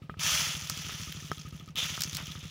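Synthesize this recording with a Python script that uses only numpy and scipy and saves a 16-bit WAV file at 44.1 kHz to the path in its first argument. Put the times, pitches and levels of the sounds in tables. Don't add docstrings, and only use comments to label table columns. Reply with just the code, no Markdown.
import sys
import numpy as np
from scipy import signal
from scipy.io import wavfile

SR = 44100
rng = np.random.default_rng(int(sys.argv[2]) if len(sys.argv) > 2 else 0)


def materialize(psi):
    bounded = np.clip(np.atleast_2d(psi).T, -1, 1)
    quanta = np.round(bounded * 32767).astype(np.int16)
    wavfile.write(sys.argv[1], SR, quanta)


N = 110250

# pitch_hz, level_db
RUMBLE_TONE = [(20, -14), (42, -18), (55, -23), (68, 2.5), (90, 6), (150, -23), (210, -7.5), (400, -16.5),
               (900, -40.5)]
# pitch_hz, level_db
AIR_TONE = [(100, -2), (400, 2.5), (800, -2), (3000, -11.5), (5000, -10.5), (9000, -25), (15000, -37)]
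# pitch_hz, level_db
WIDTH_TONE = [(25, 4), (80, 0.5), (160, -8), (350, -8.5), (1300, -11), (2500, -32), (6000, -31.5),
              (15000, -42)]
# delay_s, start_hz, end_hz, rise_s, decay_s, level_db
THUDS = [(0, 353, 79, 0.0024, 0.0083, -32), (.0213, 297, 150.7, 0.0046, 0.016, -33)]
# pitch_hz, level_db
BOOM_TONE = [(20, -19), (48, -22), (68, 3.5), (100, -1.5), (150, -6.5), (220, -16.5), (500, -24),
             (900, -46.5)]
# time_s, gain_db
ENGINE_DRIFT = [(0, -1), (.35, 3), (.65, 1), (1.02, 2), (1.2, 1.5), (1.38, 0), (1.55, 2), (1.649, -1.5),
                (1.9, 2), (2.15, 3.5), (2.3, 1.5), (2.5, 4)]
# start_s, thump_db, scuff_db
STEPS = [(.325, -41.5, -50), (.868, -47, -58.5), (1.586, -52, -64), (2.173, -65, -44)]
# pitch_hz, level_db
SCUFF_TONE = [(150, -23), (400, -5.5), (800, -2), (1500, -0.5), (3000, -1), (8000, -35)]
# start_s, level_db, low_cut_hz
KNOCKS = [(0.0964, -27.5, 200), (.1412, -38.5, 500), (0.7, -26.5, 1080), (0.894, -33, 250),
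          (1.316, -20, 174), (1.977, -28.5, 700), (2.353, -35.5, 1000)]
# pitch_hz, level_db, ring_s (time to fade by 60 dB)
BODY_NOTES = [(140, 4, 0.017), (420, -13, 0.026), (730, -4.5, 0.0046), (1283, -4.5, 0.036),
              (1560, -0.5, 0.0076), (1870, -10, 0.011), (3170, -5, 0.047)]
# start_s, level_db, pitch_hz, sharpness (higher rings longer)
TICKS = [(0.1949, -19, 3150, 2.7), (0.698, -9.5, 5200, 1.6), (0.7755, -22, 6050, 3.4),
         (0.8851, -37, 3230, 5), (1.0014, -43, 3280, 5), (1.1245, -19.5, 3230, 2.3),
         (1.3166, -24.5, 5400, 4.3), (1.382, -27, 3340, 4.5), (1.5973, -31, 3330, 13),
         (1.677, -40, 4010, 1.9), (1.757, -19, 3350, 4.5), (1.771, -27, 3500, 4), (2.007, -14, 4460, 1.3),
         (2.0098, -16, 4300, 2.5), (2.0196, -9, 5300, 2.1), (2.0359, -9.5, 5250, 4.8),
         (2.0393, -39, 5360, 3), (2.1314, -21, 3860, 3.4), (2.1471, -18, 4900, 4), (2.151, -17.5, 5400, 2),
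         (2.1625, -22, 3900, 4.7), (2.169, -13.5, 5000, 2), (2.2704, -24, 3200, 2.8),
         (2.3189, -22, 3360, 14), (2.353, -46, 3360, 2)]
# pitch_hz, level_db
SOIL_TONE = [(260, -56), (450, -16.5), (616, -7), (715, -11), (1170, -5), (1280, 1), (1600, -7.5),
             (1750, -3.5), (1920, -5), (3380, 1), (3700, -9.5), (4360, -5.5), (6150, 0), (7250, -7.5),
             (8170, -17), (10500, -12), (13600, -22), (14800, -8.5), (16000, -22)]
# pitch_hz, level_db
LEAF_TONE = [(260, -31), (450, -11), (771, -16), (979, -12.5), (1170, -18), (1280, -11), (1420, -21),
             (3540, 2), (4700, -19.5), (6150, -10.5), (8670, -28.5), (13200, -26.5), (15100, -26),
             (16000, -25)]
# start_s, rise_s, hold_s, fall_db_per_s, level_db, peak_hits_per_s, leaf_share (0-1)
SHOWERS = [(0.191, 0.074, 0.11, 58.5, -31, 8300, 0.07), (0.605, 0.17, 0.16, 24, -44.5, 2400, 0.18),
           (1.761, .014, 0.013, 173, -32.5, 2900, 0.94), (1.772, 0.056, .04, 34.5, -39, 1600, 0.16),
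           (2.117, 0.067, 0.75, 17, -53.5, 830, 0.6)]


def amp(db):
    return 10 ** (np.asarray(db) / 20)


def unit(x):
    return x / np.sqrt(np.mean(x ** 2) + 1e-20)


def seconds(size):
    return np.arange(size) / SR


def add(mix, start_s, sound):
    part = mix[max(round(start_s * SR), 0):][:len(sound)]
    part += sound[:len(part)]


def ring(x, hz, sharpness):
    return signal.lfilter(*signal.iirpeak(hz, sharpness, SR), x)


def colour(x, tone, size=4096):
    table_hz, table_db = np.transpose(tone)
    hz = abs(np.fft.fftfreq(size, 1 / SR))
    log_gain = np.log(amp(np.interp(np.log(hz + 1), np.log(table_hz + 1), table_db)))
    spectrum = np.exp(np.conj(signal.hilbert(log_gain)))
    response = np.fft.ifft(spectrum).real[:size // 2]
    return signal.oaconvolve(x, response / np.linalg.norm(response))[:len(x)]


def linger(power, decay_s):
    kept = np.exp(-2 / (decay_s * SR))
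    return signal.lfilter([1 - kept], [1, -kept], power)


def swell(t, peak_s):
    return t / peak_s * np.exp(1 - t / peak_s)


def open_air(level_db=-67):
    rumble = colour(rng.standard_normal(N), RUMBLE_TONE)
    air = colour(rng.standard_normal(N), AIR_TONE)
    return amp(level_db) * (rumble + air)


def engine(first_s=0.01795, cycle_s=0.07535, glide_s=0.0023, clank_hz=1244, clatter_hz=2650):
    out, t = np.zeros(N), seconds(5000)
    for start_s in np.arange(first_s, N / SR, cycle_s):
        for delay_s, start_hz, end_hz, rise_s, decay_s, db in THUDS:
            extra_db, detune = rng.normal(0, 1.07), rng.normal(0, 0.011)
            hz = (end_hz + (start_hz - end_hz) * np.exp(-t / glide_s)) * (1 + detune)
            shape = (1 - np.exp(-t / rise_s)) * np.exp(-t / decay_s)
            thud = shape * np.sin(2 * np.pi * np.cumsum(hz) / SR)
            add(out, start_s + delay_s, amp(db + extra_db) * thud)
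        clank_noise, clatter_noise, boom_noise = rng.standard_normal((3, len(t)))
        clank = unit(ring(ring(clank_noise, clank_hz, 11.5), clank_hz, 23))
        clank *= amp(-49) * np.exp(-t / 0.014)
        clatter = unit(ring(ring(clatter_noise, clatter_hz, 1.75), clatter_hz, 1.75))
        clatter *= amp(-56.5) * np.exp(-t / 0.033)
        fade_in = 1 - np.exp(-t / 0.0033)
        boom = amp(-49.5) * colour(boom_noise, BOOM_TONE) * swell(t, peak_s=0.016)
        add(out, start_s, (clank + clatter) * fade_in + boom)
    out = signal.lfilter(*signal.butter(1, 35, "high", fs=SR), out)
    drift_db = np.interp(seconds(N), *np.transpose(ENGINE_DRIFT))
    return out * amp(drift_db)


def steps(thump_hz=75):
    out, t = np.zeros(N), seconds(9000)
    for start_s, thump_db, scuff_db in STEPS:
        grit = rng.standard_normal(len(t)) ** 3
        scuff = amp(scuff_db) * swell(t, peak_s=0.017) * unit(colour(grit, SCUFF_TONE))
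        thump = amp(thump_db) * swell(t, peak_s=0.019) * np.sin(2 * np.pi * thump_hz * t)
        add(out, start_s, thump + scuff)
    return out


def knocks(dull_above_hz=1860, bright_db=-21.5):
    out, t = np.zeros(N), seconds(4000)
    bright = -sum(amp(db - 60 * t / ring_s) * np.sin(2 * np.pi * hz * t) for hz, db, ring_s in BODY_NOTES)
    dull = signal.sosfilt(signal.butter(6, dull_above_hz, fs=SR, output="sos"), bright)
    knock = dull + amp(bright_db) * bright
    for start_s, db, low_cut_hz in KNOCKS:
        low_cut = signal.butter(2, low_cut_hz, "high", fs=SR)
        add(out, start_s, amp(db) * signal.lfilter(*low_cut, knock))
    return out


def ticks(decay_s=0.0012, tail_s=0.012, tail_db=-17, crack_db=-10):
    out, t = np.zeros(N), seconds(1200)
    shape = np.exp(-t / decay_s) + amp(tail_db) * np.exp(-t / tail_s)
    for start_s, db, hz, sharpness in TICKS:
        burst = rng.choice([-1., 1.], len(t)) * shape
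        burst[0] += 3
        crack = amp(crack_db) * np.diff(burst, prepend=0) / sharpness
        tick = ring(burst, hz, sharpness) + crack
        add(out, start_s, 2.05 * amp(db) * tick / np.linalg.norm(tick))
    return out


def patter(power, hits_per_s, tone, spread_db=3, pitch_count=10):
    strength = unit(amp(spread_db * np.minimum(rng.exponential(1, N), 4)))
    lands = rng.random(N) < hits_per_s / SR
    hits = strength * lands * np.sqrt(power * SR / (hits_per_s + 1e-6))
    pitch_group, out = rng.integers(0, pitch_count, N), np.zeros(N)
    for group, hz in enumerate(np.geomspace(1500, 13000, pitch_count)):
        group_hits = hits * (pitch_group == group)
        contact = linger(group_hits ** 2, decay_s=0.00086)
        scatter = amp(2) ** 2 * linger(group_hits ** 2, decay_s=0.0072)
        snap = 0.87 * group_hits * rng.choice([-1, 1], N)
        burst = snap + np.sqrt(contact + scatter) * rng.standard_normal(N)
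        out += 0.47 * burst + ring(burst, hz, sharpness=2.25)
    return colour(out, tone)


def showers(settle_after_s=1.084, settle_fade_s=0.045):
    soil_power, leaf_power, hits_per_s = np.zeros((3, N))
    for start_s, rise_s, hold_s, fall_db_per_s, db, peak_hits_per_s, leaf_share in SHOWERS:
        t = np.maximum(seconds(N) - start_s, 0)
        fallen_db = fall_db_per_s * np.maximum(t - rise_s - hold_s, 0)
        flow = np.minimum(t / rise_s, 1) * amp(-fallen_db) ** 2
        flow *= (1 - np.tanh((t - settle_after_s) / settle_fade_s)) / 2
        soil_power += (1 - leaf_share) * flow * amp(db) ** 2
        leaf_power += leaf_share * flow * amp(db) ** 2
        hits_per_s += peak_hits_per_s * flow ** 0.6
    return patter(soil_power, hits_per_s, SOIL_TONE) + patter(leaf_power, hits_per_s / 2, LEAF_TONE)


def scene():
    middle = showers() + ticks() + knocks() + steps() + engine() + open_air()
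    side = amp(-78) * colour(rng.standard_normal(N), WIDTH_TONE)
    return np.array([middle + side, middle - side])


def record(dry):
    treble_cut = signal.firwin(401, 15900, window=("kaiser", 8), fs=SR)
    return signal.oaconvolve(dry, treble_cut[None], "same")


dry = scene()
out = record(dry)
materialize(out)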